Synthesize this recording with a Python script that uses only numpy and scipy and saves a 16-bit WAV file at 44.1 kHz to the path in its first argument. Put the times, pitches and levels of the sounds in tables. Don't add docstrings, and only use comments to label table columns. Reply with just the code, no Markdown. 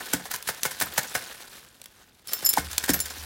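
import sys
import numpy as np
from scipy import signal
from scipy.fft import rfft, irfft
from scipy.io import wavfile
from scipy.ndimage import uniform_filter1d

SR = 44100
rng = np.random.default_rng(int(sys.argv[2]) if len(sys.argv) > 2 else 0)


def bounce(signal):
    frames = np.transpose(np.atleast_2d(signal))
    limited = np.clip(frames, -1, 1)
    pcm = np.round(limited * 32767).astype(np.int16)
    wavfile.write(sys.argv[1], SR, pcm)


N = 143325
T = np.arange(N) / SR

# t/s, level/dB
RUSTLE_LEVELS = [(0, -39.5), (.4, -48.5), (.75, -43.5), (1.22, -40.5), (1.42, -48.5), (1.56, -50),
                 (1.72, -59), (2.03, -58.5), (2.228, -65), (2.298, -42), (2.9, -43), (3.25, -42)]
# t/s, case knock/dB, table thud/dB, crumb clatter/dB
CLOCK_BLOWS = [(.007, -26, -43, -38.5), (0.134, -18.5, -25, -21), (0.198, -32.5, -37, -60),
               (.256, -31, -57, -36), (0.312, -31, -66, -28.5), (0.3397, -25.5, -50, -25),
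               (.489, -18.5, -24.5, -25), (.653, -16, -24.5, -22), (.812, -17, -24, -24.5),
               (.821, -23.5, -26, -25), (.979, -13, -17, -21), (1.152, -16.5, -23.5, -22.5),
               (2.425, -31, -29, -33), (2.58, -14, -16.5, -24), (2.781, -32, -62, -59),
               (2.883, -23, -54, -28), (2.893, -19, -16.5, -19), (2.942, -23, -51, -27.5)]


def amp(db):
    return 10 ** (np.asarray(db) / 20)


def unit(x):
    return x / np.sqrt(np.mean(x ** 2))


def add(out, start_s, x):
    i = int(round(start_s * SR))
    out[i:i + len(x)] += x[:N - i]


def colour(x, points):
    hz, db = np.array(points, float).T
    size = 4096
    gain = amp(np.interp(np.log(np.arange(size // 2 + 1) * SR / size + 1), np.log(hz), db))
    cepstrum = irfft(np.log(unit(gain)))
    cepstrum[1:size // 2] *= 2
    cepstrum[size // 2 + 1:] = 0
    return signal.fftconvolve(x, irfft(np.exp(rfft(cepstrum))))[:len(x)]


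def ring(notes, size=22050):
    t = T[:size]
    return sum(amp(db) * np.sin(2 * np.pi * hz * t) * np.exp(-np.log(1000) * t / ring_s)
               for hz, db, ring_s in notes)


def burst(decay_s, size=8820):
    return np.exp(-T[:size] / decay_s)


def wander(rate_hz):
    hold = int(SR / rate_hz)
    return uniform_filter1d(np.repeat(rng.standard_normal(N // hold + 1), hold), hold // 2)[:N]


def grains(per_second, spread_db, decay_s=0.00045):
    hits = rng.random(N) < per_second / SR
    sizes = amp(spread_db * np.minimum(rng.exponential(size=N), 5))
    power = signal.lfilter([1], [1, -np.exp(-2 / (decay_s * SR))], hits * sizes ** 2)
    return unit(np.sqrt(power) * rng.standard_normal(N))


def bag():
    # f/Hz, level/dB
    crinkle_tone = [(1000, -13.5), (2500, 2), (4000, 3.5), (7000, -2), (12000, -1.5), (16000, -6)]
    # f/Hz, level/dB
    fold_tone = [(60, -19), (200, 1.5), (400, 3.5), (900, 3.5), (1700, 6.5), (2400, -9.5), (4000, -15),
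                 (16000, -41)]
    times, levels = np.array(RUSTLE_LEVELS).T
    fits_db, creases_db = 2.5 * wander(rate_hz=70), 2 * wander(rate_hz=90)
    crinkles = amp(-1) * colour(grains(per_second=2500, spread_db=0.9), crinkle_tone)
    folds = amp(-6.5 + creases_db) * colour(grains(per_second=700, spread_db=0), fold_tone)
    return (crinkles + folds) * amp(np.interp(T, times, levels) + fits_db)


def chips(per_second=130, low_hz=1260, high_hz=11000, ring_s=0.011):
    out = np.zeros(N)
    times, levels = np.array(RUSTLE_LEVELS).T
    for when, pitch, force, gap in rng.random((int(per_second * N / SR), 4)):
        start = when * N / SR
        hz = low_hz * (high_hz / low_hz) ** np.sqrt(pitch)
        db = np.interp(start, times, levels) - 0.5 + 7 * force
        add(out, start, ring([(hz, db, ring_s), (hz / (1 + gap / 2), db, ring_s / 2)], size=2205))
    return out


def clock(ring_s=0.041, taps_per_second=53):
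    # f/Hz, level/dB
    case_notes = [(440, -8), (549, -17.5), (764, -6), (880, -5), (1050, -18.5), (1250, -60), (1490, -3),
                  (1610, -5), (1760, -1.5), (1880, -25), (2140, -5.5)]
    # f/Hz, level/dB
    crack_tone = [(100, -28), (650, 7.5), (1900, 3), (2600, -8), (16000, -50)]
    push, crack_level = np.zeros(N), np.zeros(N)
    for start, db, _, _ in CLOCK_BLOWS:
        chatter = burst(decay_s=0.014) * rng.standard_normal(8820)
        add(push, start, amp(db - 4.5) * chatter / np.linalg.norm(chatter))
        add(push, start, amp([db]))
        add(crack_level, start, amp(db) * burst(decay_s=0.0081))
    taps = (rng.random(N) < taps_per_second / SR) * rng.uniform(-0.54, 1, N)
    times, levels = np.array(RUSTLE_LEVELS).T
    push += taps * amp(np.interp(T, times, levels) + 10)
    case = ring([(hz, db, ring_s) for hz, db in case_notes])
    knocks = amp(-8) * signal.fftconvolve(push, case)[:N]
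    knocks = signal.sosfilt(signal.butter(2, 400, "high", fs=SR, output="sos"), knocks)
    cracks = amp(-8.5) * colour(crack_level * rng.standard_normal(N), crack_tone)
    return knocks + cracks


def table(sway_hz=75.75, sway_ring_s=1.84, throb_hz=4.7, no_lag_hz=1510):
    # f/Hz, level/dB
    thud_tone = [(20, -10), (42, -11.5), (130, 10.5), (300, 1), (600, 7), (1500, -18.5), (5000, -67)]
    # f/Hz, level/dB, ring time/s
    table_notes = [(141.5, -28, 0.31), (183, -17.5, 0.21), (277.3, -0.5, 0.046)]
    # t/s, boom/dB, sway/dB
    booms_and_swells = [(.1335, -15, -62), (0.814, -24.5, -58), (2.575, -18.5, -42), (2.89, -8, -44),
                        (3.165, -38, -45)]
    push = np.zeros(N)
    for start, _, db, _ in CLOCK_BLOWS:
        add(push, start, amp([db + 13]))
    out = colour(push, thud_tone)
    boom = ring(table_notes) * (1 - burst(0.0015, size=22050))
    throb = 1 - 0.54 * np.cos(2 * np.pi * throb_hz * T) + 0.64 * wander(rate_hz=39.8)
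    for start, boom_db, sway_db in booms_and_swells:
        add(out, start, amp(boom_db) * boom)
        add(out, start, ring([(sway_hz, sway_db, sway_ring_s)], size=N) * throb)
    hz = np.arange(N + 1) * SR / (2 * N)
    lag_s = 0.1626 * (np.clip(hz, 10, no_lag_hz) ** -0.5 - no_lag_hz ** -0.5)
    phase = 2 * np.pi * np.cumsum(lag_s) * hz[1]
    return irfft(rfft(out, 2 * N) * np.exp(-1j * phase))[:N]


def crumbs(rise_s=0.0028, clatter_s=0.014):
    # t/s, decay/s, level/dB
    slides = [(.476, 0.017, -25), (.643, .012, -29), (.712, 0.018, -32), (.988, 0.0086, -25.5),
              (2.568, 0.021, -28.5), (2.715, 0.0095, -30.5), (2.84, 0.0088, -23), (3.058, 0.014, -31)]
    # f/Hz, level/dB
    crumb_tone = [(200, -3), (700, -7.5), (1700, 6.5), (2600, -1), (5000, 2), (11000, 1), (16000, -3)]
    throws = [(peak_s, clatter_s, db) for peak_s, _, _, db in CLOCK_BLOWS]
    power = np.zeros(N)
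    for peak_s, decay_s, db in throws + list(slides):
        power += amp(db) ** 2 * np.exp(-2 * np.maximum((T - peak_s) / decay_s, (peak_s - T) / rise_s))
    return colour(np.sqrt(power) * grains(per_second=2500, spread_db=1), crumb_tone)


def shards(click_width_octaves=1.9, clink_rise_s=0.00044):
    # t/s, level/dB, centre f/Hz
    clicks = [(.135, -12.5, 9600), (0.314, -22, 11000), (.361, -24, 10000), (0.426, -29, 8060),
              (0.547, -33.5, 5940), (0.6324, -14, 5450), (0.661, -24.5, 8000), (.801, -16.5, 10100),
              (.8235, -18.5, 11000), (0.98, -11.5, 8900), (1.032, -26.5, 11200), (1.8161, -33.5, 3680),
              (1.8407, -35, 8000), (1.8582, -32.5, 5000), (2.273, -29, 8900), (2.325, -27, 12000),
              (2.334, -15, 11700), (2.4666, -17, 11000), (2.532, -19.5, 13000), (2.537, -13.5, 13300),
              (2.731, -25.5, 6450), (2.7805, -12.5, 7500), (2.828, -31, 9000), (2.861, -26, 6000),
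              (2.903, -15.5, 14000), (2.935, -14.5, 10100), (2.942, -15, 8000), (2.9915, -24, 10000),
              (3.002, -16.5, 11000)]
    shard_notes = {"long": [(5320, -4, .26), (7580, -7, .13), (12655, -5, .13), (14765, -3, .12)],
                   "bright": [(5230, -6, .07), (11440, 0, .062), (12630, -9, .04), (14070, -10, .065)],
                   "pure": [(7168, -1, .095)], "thin": [(4619, -12, .06), (9970, 0, .085),
                   (15700, -9, .08)]}
    clinks = [(2.281, -9, {"long": -39, "thin": -35.5}), (2.332, 6, {"long": -23.5, "bright": -32}),
              (2.446, -11.5, {"long": -29.5}), (2.4496, 9, {"bright": -18}),
              (2.4604, -2, {"bright": -11.5, "pure": -15.5}),
              (2.4902, 2.5, {"long": -24.5, "bright": -12, "pure": -18, "thin": -19}),
              (2.894, -7, {"long": -32, "pure": -31}), (3.004, 3, {"long": -32, "pure": -21, "thin": -24}),
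              (3.101, -11, {"bright": -39, "pure": -39})]
    # t/s, f/Hz, level/dB, ring time/s
    pings = [(.822, 14900, -20, .025), (0.858, 12400, -27, 0.025), (.938, 14500, -31, .06),
             (2.938, 12260, -19, 0.11), (2.94, 15600, -23, 0.069)]
    out = np.zeros(N)
    bands_hz = np.geomspace(200, 20000, 16)
    for start, db, centre_hz in clicks:
        bands_db = -10 * np.log10(1 + 2 * (np.log2(bands_hz / centre_hz) / click_width_octaves) ** 2)
        decay_s = 0.0037 * amp(0.13 * db)
        grind = burst(decay_s) * rng.standard_normal(8820)
        add(out, start, amp(db) * colour(grind, np.c_[bands_hz, bands_db]))
    for start, brightness, struck in clinks:
        for name, db in struck.items():
            tone = ring([(hz, db + note_db + brightness * np.log2(hz / 9000), ring_s)
                         for hz, note_db, ring_s in shard_notes[name]])
            tone *= 1 - burst(clink_rise_s, size=len(tone))
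            flutter = unit(uniform_filter1d(rng.standard_normal(len(tone)), size=40))
            buzz = amp(-6.5) * flutter * burst(decay_s=0.022, size=len(tone))
            add(out, start, tone * (1 + buzz))
    for start, hz, db, ring_s in pings:
        add(out, start, ring([(hz, db, ring_s)]))
    return out


def pock(start_s=2.5728, hz=866, rise_s=0.0027):
    out, t = np.zeros(N), T[:SR // 20]
    swell = (t / rise_s * np.exp(1 - t / rise_s)) ** 4
    add(out, start_s, amp(-9) * swell * np.sin(2 * np.pi * hz * t))
    return out


def air():
    # f/Hz, level/dB
    air_tone = [(25, 3), (70, 1.5), (300, -3), (1000, -15), (16000, -34)]
    return amp(-62) * colour(rng.standard_normal(N), air_tone)


def room(x, ring_s=0.29, rise_s=0.0039, dull_above_hz=5930):
    tail = rng.standard_normal(N) * np.exp(-np.log(1000) * T / ring_s) * (1 - np.exp(-T / rise_s))
    tail = signal.lfilter([1], [1, -np.exp(-2 * np.pi * dull_above_hz / SR)], tail)
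    return x + amp(-15) * signal.fftconvolve(x, tail / np.linalg.norm(tail))[:N]


def scene():
    background = air()
    shaking = clock() + table() + crumbs() + shards() + bag() + chips()
    return (room(shaking) + pock() + background)[None]


def record(dry, low_hz=34, top_hz=16000):
    thin = signal.sosfilt(signal.butter(4, low_hz, "high", fs=SR, output="sos"), dry)
    return signal.sosfilt(signal.ellip(8, 0.2, 70, top_hz, fs=SR, output="sos"), thin)


dry = scene()
out = record(dry)
bounce(out)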